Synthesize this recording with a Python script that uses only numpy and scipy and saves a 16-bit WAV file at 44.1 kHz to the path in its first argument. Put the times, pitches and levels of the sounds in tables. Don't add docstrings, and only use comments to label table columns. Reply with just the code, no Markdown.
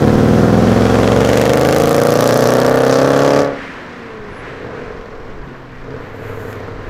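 import sys
import numpy as np
from scipy import signal
from scipy.fft import rfft, irfft, next_fast_len
from scipy.io import wavfile
from scipy.ndimage import uniform_filter1d

SR = 44100
rng = np.random.default_rng(int(sys.argv[2]) if len(sys.argv) > 2 else 0)


def to_wav(sig):
    pcm = np.clip(np.atleast_2d(sig), -1, 1) * 32767
    pcm = np.round(pcm).astype(np.int16)
    wavfile.write(sys.argv[1], SR, pcm.T)


def invert_db(x):
    u = np.asarray(x, float) / 20
    return 10 ** u


N = 304053
T = np.arange(N) / SR
AWAY = np.clip((T - 3.5) / .7, 0, 1)

# (place in the cycle [0-1], pipe [0 or 1], crack from the side [dB],
# crack from behind [dB], puff [dB], bark [dB]), all levels relative
TIP_BLASTS = [(.175, 1, -20, -8, -12, -12), (.325, 0, -20, -10, 6, -20), (.395, 0, 13, 8, 5, 0),
              (.535, 1, -8, 5, 1, -2), (.64, 0, -6, -10, -3, -8), (.77, 0, -12, -12, -3, -9),
              (.915, 1, 4, 16, -4, -10)]


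def curves(table):
    s, *columns = np.transpose(table)
    return [np.interp(T, s, c) for c in columns]


def unit(x, span=0.14):
    width = int(span * SR)
    power = uniform_filter1d(uniform_filter1d(x ** 2, width), width)
    return x / np.sqrt(power + 1e-18)


def band(x, hz, width):
    return signal.lfilter(*signal.iirpeak(hz, hz / width, fs=SR), x)


def colour(x, spectrum):
    hz, db = np.transpose(spectrum)
    size = next_fast_len(N)
    f = np.arange(size // 2 + 1) * SR / size + 1
    gain = invert_db(np.interp(np.log(f), np.log(hz), db))
    return irfft(rfft(x, size) * gain, size)[:N]


def causal(x, hz, db):
    f = np.arange(4097) * SR / 8192 + 1
    cepstrum = irfft(np.interp(np.log(f), np.log(hz), db) * np.log(10) / 20)
    cepstrum = cepstrum * np.r_[1, np.full(4095, 2), 1, np.zeros(4095)]
    return signal.fftconvolve(x, irfft(np.exp(rfft(cepstrum))))[:N]


def walk(rate):
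    hold = int(SR / rate)
    steps = np.repeat(rng.standard_normal(N // hold + 1), hold)
    return 1.3 * uniform_filter1d(uniform_filter1d(steps, hold), hold)[:N]


def swell(start, end, db, rise, fall):
    return db - rise * np.maximum(start - T, 0) - fall * np.maximum(T - end, 0)


def clicks(at, size):
    k = at.astype(int)
    early = np.bincount(k, size * (k + 1 - at), N + 2)
    late = np.bincount(k + 1, size * (at - k), N + 2)
    return (early + late)[:N]


def decay(x, ms):
    return signal.lfilter([1], [1, -np.exp(-1000 / (ms * SR))], x)


def engine():
    # (time [s], cycles per second [Hz])
    crank = [(0.0, 18.24), (0.3, 19.9), (0.7, 21.65), (1.1, 22.9), (1.3, 23.84), (1.5, 25.26), (1.9, 27.74),
             (2.5, 31.0), (2.9, 32.9), (3.1, 34.31), (3.4, 35.62), (3.65, 34.0), (4.45, 23.4), (4.9, 23.05),
             (5.15, 20.75), (5.45, 16.84), (5.75, 15.74), (5.93, 17.0), (6.12, 13.15), (6.89, 12.85)]
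    # (frequency [Hz], gain from the side [dB], gain from behind [dB])
    pipe = [(30.5, -28, -25), (67.4, 10.5, -16), (82, 7, -8), (99.4, 14, -24), (111, 17, 0), (162, 5, 6),
            (189, 14, -9.5), (220, 11, -1.5), (251, 11, 1.3), (287, 6, 2.5), (326, 5, -0.5),
            (397, 2.5, -2.5), (432, 0.5, 5), (446, 14.5, 5.5), (450, 9, 10.5), (512, 5, 8), (571, 0, 7),
            (606, -11.5, 1), (743, 0.9, -1.5), (1054, -34, -15.5), (1134, -40, -4.5), (1340, -14, -12.5),
            (1810, -21, -14), (2200, -33, -49), (6330, -42.5, -75.5)]
    # (frequency [Hz], gain [dB])
    far_pipe = [(30, -33), (70, -7), (105, 3.5), (135, -0.5), (190, -14), (265, 1), (350, -16), (400, -1.5),
                (435, 9), (465, 9.5), (500, 2.5), (550, -8), (620, -3.5), (800, -18), (1100, -18),
                (1500, -12.5), (2400, -36.5), (6000, -78)]
    # (time [s], gain [dB])
    deep_gain = [(0, -2.5), (1.5, -2), (2.1, 5), (2.6, 4), (3.2, -1), (3.6, -11), (4.1, 8), (4.6, 1),
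                 (5.3, 3.5), (6.89, 0.5)]
    # (frequency [Hz], gain [dB])
    gas_colour = [(500, -56), (900, -31), (1300, -4), (1900, -14), (2500, -16.5), (3600, -16),
                  (5800, -12.5), (8500, -18.5), (11200, -17.5), (14800, -19.5), (16000, -39)]
    # (time [s], level [dB])
    exhaust_level = [(0, -7.5), (1.54, -9.5), (2.3, -9.5), (3.4, -9), (3.55, -22), (3.65, -37),
                     (3.8, -39.5), (4.1, -32), (4.6, -34), (4.66, -29.5), (4.91, -28), (4.96, -32),
                     (5.5, -36.5), (5.8, -38), (5.93, -23), (6.05, -35), (6.3, -26), (6.89, -30)]
    # (time [s], level [dB])
    gas_level = [(0, -32), (.85, -29), (1.1, -27), (1.54, -22), (2.0, -23.5), (2.41, -22), (2.7, -26),
                 (3.4, -27.5), (3.53, -47), (4.2, -52.5), (4.6, -63), (4.88, -51), (4.98, -49.5),
                 (5.6, -60), (5.92, -52), (6.1, -65), (6.6, -55), (6.89, -64)]

    rate, = curves(crank)
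    facing = np.interp(T, [.3, 2.2], [.02, 1])
    load = pedal()
    turns = np.cumsum(rate) / SR
    pulses = thumps(turns, rate, load)
    pulses = pulses + invert_db(-44) * decay(pulses, 4) * rng.standard_normal(N)

    hz, side_db, rear_db = np.transpose(pipe)
    side = unit(causal(pulses, hz, side_db))
    rear = unit(causal(pulses, hz, rear_db))
    far = unit(causal(pulses, *np.transpose(far_pipe)))
    voice = (1 - facing) * side + facing * rear
    voice = (1 - AWAY) * voice + AWAY * far

    boom = signal.sosfilt(signal.butter(2, 300, fs=SR, output="sos"), voice)
    boom_db = (1 - load) * 15 - AWAY
    voice = voice + (invert_db(boom_db) - 1) * boom
    deep = signal.sosfiltfilt(signal.butter(3, 118, fs=SR, output="sos"), voice)
    voice = voice + (invert_db(curves(deep_gain)[0]) - 1) * deep

    gas = causal(blasts(turns, facing, load), *np.transpose(gas_colour))
    pipes = invert_db(curves(exhaust_level)[0]) * unit(voice)
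    gas = invert_db(curves(gas_level)[0] + walk(8.83)) * unit(gas)
    return bark(turns) + crackles() + pipes + gas


def pedal():
    # (from [s], to [s], load [0-1], opening time [s], closing time [s])
    throttle = [(-1, 3.45, 1, .2, .2), (4.5, 5.2, .9, .2, .2), (5.88, 8, .65, .08, .2)]
    coast = .2
    return np.max([np.interp(T, [a - up, a, b, b + down], [coast, load, load, coast])
                   for a, b, load, up, down in throttle], axis=0)


def thumps(turns, rate, load, jitter=0.0019, scatter_db=-0.85):
    # (bank [0 or 1], header delay [ms], level [dB], level from far round the bend [dB])
    cylinders = [(0, 0.31, 2.5, 15), (1, 0.048, 0, 6.5), (0, 0.09, -1.5, 9.5), (0, -0.46, -4.5, -10),
                 (1, 0.215, 3, -12), (0, -1.79, -14.5, 18), (1, 0.333, -4.5, -10), (1, -0.796, -3, 4)]
    # (time [s], lag [ms], level [dB])
    far_bank = [(0, 0.78, -4.5), (.25, 1.52, -1.5), (.5, 1.4, -3.5), (.75, 2.4, -3), (1, 3.11, -2),
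                (1.25, 3.09, -3), (1.5, 2.87, 2.5), (1.75, 2.2, 0.5), (2, 1.37, -6), (2.5, 0.74, -3.5),
                (3, 0.21, -2.5), (3.4, 0.071, 4)]

    bank, delay_ms, near_db, far_db = np.transpose(cylinders)
    bank = bank > .5
    cycle = np.arange(-1, int(turns[-1]) + 1)[:, None]
    histories = (*curves(far_bank), rate, load, AWAY)
    lag_ms, bank_db, rate, load, away = (np.interp(cycle + 1, turns, c) for c in histories)
    chance = rng.standard_normal((len(cycle), 2, 8))
    even = cycle + .38 + np.arange(8) / 8
    uneven = load * (delay_ms + bank * lag_ms) * rate / 1000
    phase = even + uneven + jitter * chance[:, 0]
    db = load * ((1 - away) * (near_db + bank * bank_db) + away * far_db) + scatter_db * chance[:, 1]
    at = np.interp(phase, turns, np.arange(N), right=N)
    return clicks(at.ravel(), (invert_db(db) * (phase > 0)).ravel())


def blasts_at(turns):
    # (time [s], nearer [ms], farther [ms])
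    tip_lag = [(0, 5.5, 13), (.5, 3, 9), (1, 1, 5.5), (1.4, .2, 2.4), (1.9, -.3, .6), (2.3, 0, 0),
               (3.4, .3, -.2)]
    place, pipe = np.transpose(TIP_BLASTS)[:2]
    cycle = np.arange(int(turns[-1]))[:, None]
    near_ms, far_ms = (np.interp(cycle + place, turns, c) for c in curves(tip_lag))
    lag_ms = np.where(pipe > .5, far_ms, near_ms)
    at = np.interp(cycle + place, turns, np.arange(N)) + lag_ms * SR / 1000
    return cycle, np.clip(at, 0, N - 1).ravel()


def blasts(turns, facing, load, scatter_db=2.0):
    # (full from [s], to [s], relative level [dB], rise [dB/s], fall [dB/s])
    rasp_swell = (1.24, 1.7, 4.5, 30, 30)
    # (time [s], relative level [dB])
    sizzle_level = [(1.6, -25), (2.0, -12), (2.2, -6), (2.45, -6), (2.62, -20), (2.8, -19), (2.95, 1),
                    (3.08, -11), (3.25, -5), (3.42, -6)]

    side_db, rear_db, puff_db = np.transpose(TIP_BLASTS)[2:5]
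    cycle, at = blasts_at(turns)
    chance = rng.standard_normal((len(cycle), 2, len(TIP_BLASTS)))
    crack_db = side_db + np.interp(cycle, turns, facing) ** 3 * (rear_db - side_db)
    crack = decay(clicks(at, invert_db(crack_db + scatter_db * chance[:, 0]).ravel()), .45)
    puff = clicks(at, invert_db(puff_db + scatter_db * chance[:, 1]).ravel())
    puff = decay(decay(puff, 0.9), 1.03)

    turned = load * np.clip(2.08 * facing - .9, 0, 1)
    soft = (turned * unit(puff) + invert_db(-7.0) + (1 - turned)) * rng.standard_normal(N)
    fade_db = -11.5 * np.maximum(T - 1.62, 0)
    front = unit(crack + invert_db(-29.0) * decay(crack, 1.15)) * (1 + 0.91 * rng.standard_normal(N))
    sharp = turned * (1 - AWAY) * invert_db(5.0 + fade_db) * front
    gas = sharp + invert_db(-3.0) * (band(soft, 2220.0, 2740.0) + invert_db(-46.0) * soft)

    rasp = (unit(puff) + invert_db(-6) * unit(crack) + invert_db(-6)) * rng.standard_normal(N)
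    sideways = band(rasp, 2180.0, 470.0) + invert_db(-4.0) * band(rasp, 2770.0, 720.0)
    sideways = sideways + invert_db(-14.5) * band(rasp, 6160.0, 1330.0)
    gas = gas + invert_db(swell(*rasp_swell)) * sideways
    sizzle = band(band(rasp, 4700.0, 4200.0), 4900.0, 4000.0)
    gas = gas + invert_db(curves(sizzle_level)[0] + 0.79 * walk(12)) * sizzle

    far = np.clip((T - 3.42) / .1, 0, 1)
    dull = band(band(gas, 2300.0, 3300.0), 2400.0, 5100.0)
    return (1 - far) * gas + far * dull


def bark(turns, scatter_db=1.5, rough=.07):
    # (time [s], level [dB], gain of the upper rings [dB])
    bark_level = [(0, -31, -5), (.5, -34, -7), (.9, -28.5, -2), (1.15, -26.5, -3), (1.45, -27.5, 18),
                  (1.75, -31, 11), (2.0, -30.5, 3), (2.6, -32, -1), (3.4, -27, -3), (3.5, -70, -3)]
    # (frequency [Hz], width [Hz], relative level [dB])
    bark_rings = [(760, 150, -4), (1280, 260, 0)], [(1850, 350, 0), (2500, 700, -6), (3200, 400, -5)]
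    cycle, at = blasts_at(turns)
    chance = rng.standard_normal((len(cycle), len(TIP_BLASTS)))
    size = invert_db(np.transpose(TIP_BLASTS)[5] + scatter_db * chance)
    knock = clicks(at, size.ravel())
    knock = knock + rough * decay(knock, 1.2) * rng.standard_normal(N)
    low, high = (sum(invert_db(db) * band(knock, hz, w) for hz, w, db in rings) for rings in bark_rings)
    db, upper_db = curves(bark_level)
    return invert_db(db) * unit(low - invert_db(upper_db) * high)


def crackles():
    # (time [s], relative level [dB], treble against the snap [dB])
    snaps = [(5.8894, -31, -18), (5.9464, -27, -15), (5.9534, -33, -16), (6.5291, -14, -29),
             (6.556, -24, -24), (6.6039, -24, -28), (6.6343, -29, -29), (6.683, -26, -21),
             (6.7106, -33, -19), (6.7206, -31, -24), (6.799, -30, -26), (6.8274, -32, -20)]
    s, db, treble_db = np.transpose(snaps)
    snap, tick = (decay(clicks(s * SR, invert_db(d)), 0.96) * rng.standard_normal(N)
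                  for d in (db, db + treble_db))
    treble = band(band(tick, 5500., 4000.), 5500., 4000.)
    return invert_db(7.0) * band(snap, 1260.0, 470.0) + invert_db(-8.0) * treble


def squeak():
    # (full from [s], to [s], level about which it wavers [dB], rise [dB/s], fall [dB/s])
    squeak_swell = (4.33, 4.42, -61, 400, 600)
    hz = 10800 + 25 * walk(30)
    tone = np.sin(2 * np.pi * np.cumsum(hz) / SR)
    return np.sqrt(2) * invert_db(swell(*squeak_swell) + 3.5 * walk(41.5)) * tone


def road():
    # (time [s], level [dB])
    road_level = [(0, -21), (.9, -19), (2, -23.5), (3.3, -20), (3.55, -30.5), (4.25, -33), (4.65, -29),
                  (4.85, -31), (5.1, -33), (5.5, -34), (5.75, -36.5), (5.95, -32.5), (6.4, -31),
                  (6.89, -31)]
    # (frequency [Hz], gain [dB])
    road_colour = [(30, -57), (60, -11), (120, -3.5), (270, -3.5), (500, -5), (800, -10.5), (1100, -8),
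                   (1700, -16.5), (2600, -29), (4500, -33.5), (8000, -47), (12000, -106)]
    # (time [s], level [dB])
    whoosh_level = [(0, -77), (3.4, -34), (3.6, -33), (3.95, -37), (4.2, -40.5), (4.4, -37.5), (4.6, -34),
                    (4.8, -36.5), (4.92, -41), (5.1, -45.5), (6.1, -39.5), (6.5, -40.5), (6.89, -41)]
    noise = colour(rng.standard_normal(N), road_colour)
    together = walk(3.17)
    centres_hz = 45 * 2 ** np.arange(0, 8.1, .5)
    roar = sum(invert_db(.4 * together + walk(12)) * band(noise, hz, hz / 3) for hz in centres_hz)
    whoosh = band(band(rng.standard_normal(N), 1530.0, 1000.0), 1810.0, 1200.0)
    whoosh = invert_db(curves(whoosh_level)[0] + 1.9 * walk(12)) * unit(whoosh)
    return whoosh + invert_db(curves(road_level)[0]) * unit(roar, span=0.89)


def wind():
    # (peak time [s], level before the flicker [dB], hold [s])
    gust_peaks = [(0.132, -27, 0.004), (.65, -32, 0.091), (4.302, -34, 0.02), (4.6, -47, 0.3),
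                  (4.966, -38, 0.0059), (5.278, -29, 0.088), (5.8, -33, 0.05), (6.284, -34, 0.045),
                  (6.754, -34, 0.16)]
    rise, fall = 98, 60
    buffet = band(band(rng.standard_normal(N), 10.0, 33.0), 8.4, 23.0)
    calm = invert_db(-45.5 + 4.6 * walk(7.8))
    gusts = calm + sum(invert_db(swell(s, s + hold, db, rise, fall)) for s, db, hold in gust_peaks)
    return gusts * invert_db(1.3 * walk(14)) * unit(buffet)


def hiss():
    # (time [s], level [dB])
    hiss_level = [(5.9, -73), (6.12, -65), (6.15, -63), (6.21, -58), (6.28, -53), (6.35, -55), (6.44, -50),
                  (6.53, -54), (6.62, -64), (6.75, -72), (6.84, -72), (6.88, -64)]
    # (frequency [Hz], width [Hz], relative level [dB])
    hiss_bands = [(6900, 2000, -2), (12500, 3800, -2)]
    air = sum(invert_db(db) * band(band(rng.standard_normal(N), hz, w), hz, w) for hz, w, db in hiss_bands)
    return invert_db(curves(hiss_level)[0] + 1.5 * walk(40)) * unit(air)


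def scene():
    car = engine()
    length = int(.25 * SR)
    tail = rng.standard_normal(length) * np.exp(-np.arange(length) / (0.057 * SR))
    bounce = signal.fftconvolve(band(car, 460.0, 3200.0), tail)[:N]
    background = squeak() + road() + wind() + hiss()
    microphone_noise = invert_db(-75) * rng.standard_normal(N)
    return (car + invert_db(-50) * bounce + background + microphone_noise)[None]


def roll_off(x):
    return signal.sosfilt(signal.butter(12, 16510, fs=SR, output="sos"), x)


def record(dry):
    clipped = np.clip(np.tanh(0.59 * dry) / 0.64, -1, 1)
    blocked = signal.lfilter(*signal.butter(1, 12, "high", fs=SR), clipped)
    mix = signal.sosfilt(signal.ellip(8, .2, 70, 15950, fs=SR, output="sos"), blocked)
    return roll_off(mix)


dry = scene()
out = record(dry)
to_wav(out)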